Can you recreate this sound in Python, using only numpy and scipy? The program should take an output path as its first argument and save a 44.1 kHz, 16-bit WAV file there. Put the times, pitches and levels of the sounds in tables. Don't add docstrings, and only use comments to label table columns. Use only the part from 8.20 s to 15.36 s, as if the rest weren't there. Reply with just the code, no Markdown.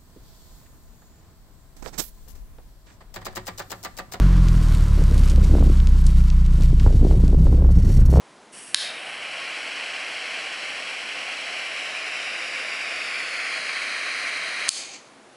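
import sys
import numpy as np
from scipy import signal
from scipy.fft import rfft, irfft, next_fast_len
from scipy.io import wavfile
from scipy.ndimage import uniform_filter1d, minimum_filter1d

SR = 44100
rng = np.random.default_rng(int(sys.argv[2]) if len(sys.argv) > 2 else 0)


def inscribe(sig):
    pcm = np.round(np.clip(np.atleast_2d(sig).T, -1, 1) * 32767)
    wavfile.write(sys.argv[1], SR, pcm.astype(np.int16))


N = 315756
TIME = np.arange(N) / SR
GAS_ON_S, IGNITION_S, CAP_SHUT_S = 0.32, 0.5, 6.491

# (frequency [Hz], relative level [dB])
ROOM_TONE_SPECTRUM = [(25, -23), (60, -17), (98, -15.5), (128, -6.5), (170, -7.5), (220, 0), (600, -0.5),
                      (1200, -3), (2000, -8.5), (4000, -14), (7000, -18), (11000, -21.5)]
# (delay [ms], level [dB])
EARLY_ECHOES = [(3.8, -27), (11.1, -22), (17.6, -29)]
# (frequency [Hz], t60 [s])
ROOM_T60 = [(300, 0.64), (1500, 0.76), (4000, 0.57), (7000, 0.45), (10500, 0.44)]
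# (frequency [Hz], width [Hz], gain [dB])
ROOM_MODES = [(147.9, 28, -7), (286.5, 28, 8.5), (519, 9.6, 3.5), (530, 22, -3.5), (735, 39, 3),
              (1093, 26, 5.5), (1142, 28, -7), (1163, 19, 3.5), (1236, 26, -9), (1244, 26, 2.5),
              (1327, 41, -11.5), (1351, 28, 2.5), (1540, 30, 1), (1670, 36, -1.5)]
# (frequency [Hz], width [Hz], relative level [dB])
NOZZLE_RESONANCES = [(1680, 520, -4.5), (2710, 800, -3.5), (4600, 600, -9.5), (5600, 700, -7),
                     (6800, 600, -10), (8400, 800, -0.5), (10180, 640, 0)]
# (frequency [Hz], width [Hz], relative level [dB])
CAVITY_RESONANCES = [(690, 280, 0), (1090, 180, -3), (2340, 500, 4), (2950, 460, -2), (4480, 850, 1.5),
                     (5860, 450, -3), (6500, 550, 4.5), (7600, 1000, -2.5)]
# (end time [s], starting level [dB])
CAP_LEAKS = [(6.765, -41.0), (6.885, -56.5)]
# (time [s], level [dB])
IGNITER_CONTACTS = [(.5443, -20), (.5455, 6), (.5474, -9)]
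# (frequency [Hz], gain [dB], t60 [s])
IGNITER_MODES = [(300, -41, 0.011), (1790, -5, 0.0056), (3130, -3.5, 0.0072), (3800, 2.5, 0.0062),
                 (4600, 4.5, 0.0029), (5270, 0, 0.0042), (6870, -4.5, 0.0026), (8570, -1.5, 0.0027),
                 (10000, -1, 0.0041), (10350, -1.5, 0.004)]
# (time [s], level [dB])
CAP_CONTACTS = [(6.4815, -26), (6.4848, -29), (6.486, -19), (6.4906, 6.5), (6.4922, -8), (6.495, -17)]
# (frequency [Hz], gain [dB], t60 [s])
CAP_MODES = [(1340, -21, 0.0062), (2420, -12, 0.0062), (3220, -2, 0.003), (4440, 0.5, 0.0056),
             (5000, -1.5, 0.0046), (6400, -2, 0.006), (7200, -3, 0.0046), (7660, -1.5, 0.0055),
             (8970, 0, 0.0029), (10200, -7, 0.0038), (10800, -12, 0.006)]
# (start [s], length [s], added tilt [ratio])
TILT_MOVES = [(3.103, 1.3, 0.43), (4.407, 1.35, 0.6)]
# (upright delay [ms], extra delay at full tilt [ms], signed gain [ratio])
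HAND_PATHS = [(.284, 0.17, .15), (.295, 0.077, -.23), (.381, 0.091, 0.15), (.553, 0.26, -0.12),
              (.833, .267, -0.16), (.936, 0.19, -0.029), (1.1, 0.21, -.11)]
# (upright frequency [Hz], fall at full tilt [ratio], width [Hz], gain [dB])
SLIDING_NOTCHES = [(3595, 0.03, 190, -5.5), (5010, 0.29, 230, -8), (7734, 0.26, 300, -2.5),
                   (9090, 0.24, 370, -6.5)]
# (frequency [Hz], relative level [dB])
FLAME_SPECTRUM = [(40, -52), (130.0, -20.5), (280.0, -21.5), (660.0, -5.5), (920.0, -12), (1150.0, -8),
                  (1700.0, -6.5), (2350.0, -1.87), (3000.0, -5), (4000.0, -12), (5200.0, -12.5),
                  (6500.0, -20.5), (8200.0, -21.5), (10800.0, -26.5)]


def from_db(db):
    return 10 ** (np.asarray(db) / 20)


def at_hz(points, hz):
    known_hz, values = np.transpose(points)
    return np.interp(np.log(np.maximum(hz, 1)), np.log(known_hz), values)


def opens(at_s, rise_s):
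    return 1 - np.exp(-np.maximum(TIME - at_s, 0) / rise_s)


def delayed(x, delay_ms):
    return np.interp(TIME - delay_ms / 1000, TIME, x)


def noise(gain_at):
    size = next_fast_len(N)
    hz = np.arange(size // 2 + 1) * SR / size
    coloured = irfft(rfft(rng.standard_normal(size)) * gain_at(hz), size)[:N]
    return coloured / np.sqrt(np.mean(coloured ** 2) + 1e-20)


def drift(rate_hz):
    return noise(lambda hz: 1 / (1 + (hz / rate_hz) ** 2))


def below(x, edge_hz):
    return signal.sosfiltfilt(signal.butter(3, edge_hz, fs=SR, output="sos"), x)


def room_tone(level_db=-50.5):
    return from_db(level_db) * noise(lambda hz: from_db(at_hz(ROOM_TONE_SPECTRUM, hz)))


def room(direct, sent, ring_db=-11.5, first_s=0.0024, build_s=0.0082):
    age = TIME[:SR * 3 // 4]
    white = rfft(rng.standard_normal(len(age)))
    hz = np.arange(len(white)) * SR / len(age)
    edges_hz = [0, 500, 1200, 2500, 4000, 5500, 7000, 9000, 12000]
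    ring = np.zeros(len(age))
    for low, high in zip(edges_hz, edges_hz[1:]):
        band = irfft(white * (hz >= low) * (hz < high), len(age))
        ring += band * from_db(-60 * age / at_hz(ROOM_T60, (low + high) / 2))
    ring *= opens(first_s, build_s)[:len(age)]
    ring *= from_db(ring_db) / np.sqrt(2 * np.sum(ring ** 2))
    echoes = sum(from_db(db) * delayed(direct, delay_ms) for delay_ms, db in EARLY_ECHOES)
    return direct + echoes + signal.fftconvolve(sent, ring)[:N]


def standing_waves(x):
    for hz, width_hz, db in ROOM_MODES:
        band = signal.lfilter(*signal.iirpeak(hz, hz / width_hz, fs=SR), x)
        x = x + (from_db(db) - 1) * band
    return x


def gas(resonances, flutter_db):
    def colour(hz):
        humps = [from_db(db) / (1 + 2 * ((hz - centre) / width) ** 2) for centre, width, db in resonances]
        return np.sqrt(sum(hump ** 2 for hump in humps))
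    return noise(colour) * from_db(flutter_db * drift(rate_hz=30.0))


def cold_gas(start_db=-43.0, catch_drop_db=6, fade_db_per_s=8.5):
    valve = opens(GAS_ON_S, rise_s=0.012)
    caught = opens(IGNITION_S, rise_s=0.096)
    burning_s = np.maximum(TIME - IGNITION_S, 0)
    level_db = start_db - catch_drop_db * caught - fade_db_per_s * burning_s
    return gas(NOZZLE_RESONANCES, flutter_db=1.0) * valve * from_db(level_db)


def last_gas(run_out_s=0.015, sag_db_per_s=9.5):
    flow = sum(from_db(db) * (1 - opens(end_s, run_out_s)) for end_s, db in CAP_LEAKS)
    sag = from_db(-sag_db_per_s * np.maximum(TIME - CAP_SHUT_S, 0))
    return gas(CAVITY_RESONANCES, flutter_db=1.8) * opens(CAP_SHUT_S, rise_s=0.005) * flow * sag


def jolt(contacts, gain_db, edge_hz):
    at_s, db = max(contacts, key=lambda contact: contact[1])
    push = np.zeros(N)
    push[round(at_s * SR)] = from_db(db + gain_db)
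    return signal.sosfilt(signal.butter(2, edge_hz, fs=SR, output="sos"), push + 1e-18)


def crack(contacts, gain_db, t60_s, low_hz):
    envelope = np.zeros(N)
    for at_s, db in contacts:
        start = round(at_s * SR)
        decay_db = 60 * np.minimum(TIME[:N - start] / t60_s, 5)
        envelope[start:] += from_db(db + gain_db - decay_db)
    bursts = envelope * rng.standard_normal(N)
    return signal.sosfilt(signal.butter(2, low_hz, "high", fs=SR, output="sos"), bursts)


def snap(contacts, modes):
    clicks, ring = np.zeros(N), np.zeros(N)
    for at_s, db in contacts:
        clicks[round(at_s * SR)] += from_db(db)
    for k, (hz, db, t60_s) in enumerate(modes):
        radius = from_db(-60 / (t60_s * SR))
        feedback = [1, -2 * radius * np.cos(2 * np.pi * hz / SR), radius ** 2]
        ring += (-1) ** k * from_db(db) * signal.lfilter([0.5, 0, -0.5], feedback, clicks + 1e-18)
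    return ring


def tilt(time_s):
    return sum(share * np.sin(np.pi / 2 * np.clip((time_s - start_s) / length_s, 0, 1)) ** 2
               for start_s, length_s, share in TILT_MOVES)


def past_the_hand(x):
    aimed = tilt(TIME)
    return x + sum(gain * delayed(x, upright_ms + extra_ms * aimed)
                   for upright_ms, extra_ms, gain in HAND_PATHS)


def sliding_notches(x):
    hz, time_s, spectra = signal.stft(x, SR, nperseg=1024)
    dip_db = 0
    for upright_hz, fall, width_hz, db in SLIDING_NOTCHES:
        centre_hz = upright_hz * (1 - fall * tilt(time_s))
        dip_db = dip_db + db / (1 + (2 * (hz[:, None] - centre_hz) / width_hz) ** 2)
    return signal.istft(spectra * from_db(dip_db), SR)[1][:N]


def flame(gain_db=-36.0, on_mic_db=3.0, core_cold_db=-8.5, hiss_cold_db=-23.5, flutter_db=0.5):
    jet = noise(lambda hz: from_db(at_hz(FLAME_SPECTRUM, hz)))
    rumble, body = below(jet, edge_hz=1000), below(jet, edge_hz=3500)
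    core, hiss = body - rumble, jet - body
    aim_db = on_mic_db * tilt(TIME)
    core_db = 4.5 + core_cold_db * (1 - opens(IGNITION_S, rise_s=0.31)) + aim_db
    hiss_db = 3.0 + hiss_cold_db * (1 - opens(IGNITION_S, rise_s=0.32)) + aim_db
    roar = rumble + from_db(core_db) * core + from_db(hiss_db) * hiss
    alight = opens(IGNITION_S, rise_s=0.063) * (1 - opens(CAP_SHUT_S, rise_s=0.0028))
    return roar * alight * from_db(gain_db + flutter_db * drift(rate_hz=25.0))


def scene(flame_send_db=-0.5, igniter_send_db=1.0):
    unlit = cold_gas() + last_gas()
    roar = sliding_notches(past_the_hand(flame()))
    igniter = snap(IGNITER_CONTACTS, IGNITER_MODES)
    igniter += crack(IGNITER_CONTACTS, gain_db=-12.0, t60_s=0.007, low_hz=2200)
    cap = snap(CAP_CONTACTS, CAP_MODES)
    cap += crack(CAP_CONTACTS, gain_db=-15.0, t60_s=0.0056, low_hz=2570)
    jolts = jolt(IGNITER_CONTACTS, gain_db=4.0, edge_hz=210)
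    jolts += jolt(CAP_CONTACTS, gain_db=0.0, edge_hz=280)
    direct = unlit + igniter + roar + cap + jolts
    sent = unlit + from_db(igniter_send_db) * igniter + from_db(flame_send_db) * roar + cap
    at_microphone = standing_waves(room(direct, sent)) + room_tone()
    return np.tile(at_microphone, (2, 1))


def limiter(x, release_db_per_s=155.0, attack_s=0.0003):
    over_db = np.maximum(20 * np.log10(np.abs(x).max(axis=0) + 1e-9), 0)
    released_db = release_db_per_s * TIME
    held_db = np.maximum.accumulate(over_db + released_db) - released_db
    attack = round(attack_s * SR)
    gain_db = uniform_filter1d(minimum_filter1d(-held_db, attack), attack)
    return x * from_db(gain_db)


def record(dry, cutoff_hz=11080):
    clipped = np.clip(limiter(dry), -1, 1)
    lowpass = signal.firwin(401, cutoff_hz, fs=SR)
    return signal.fftconvolve(clipped, lowpass[None], mode="same", axes=1)


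dry = scene()
out = record(dry)
inscribe(out)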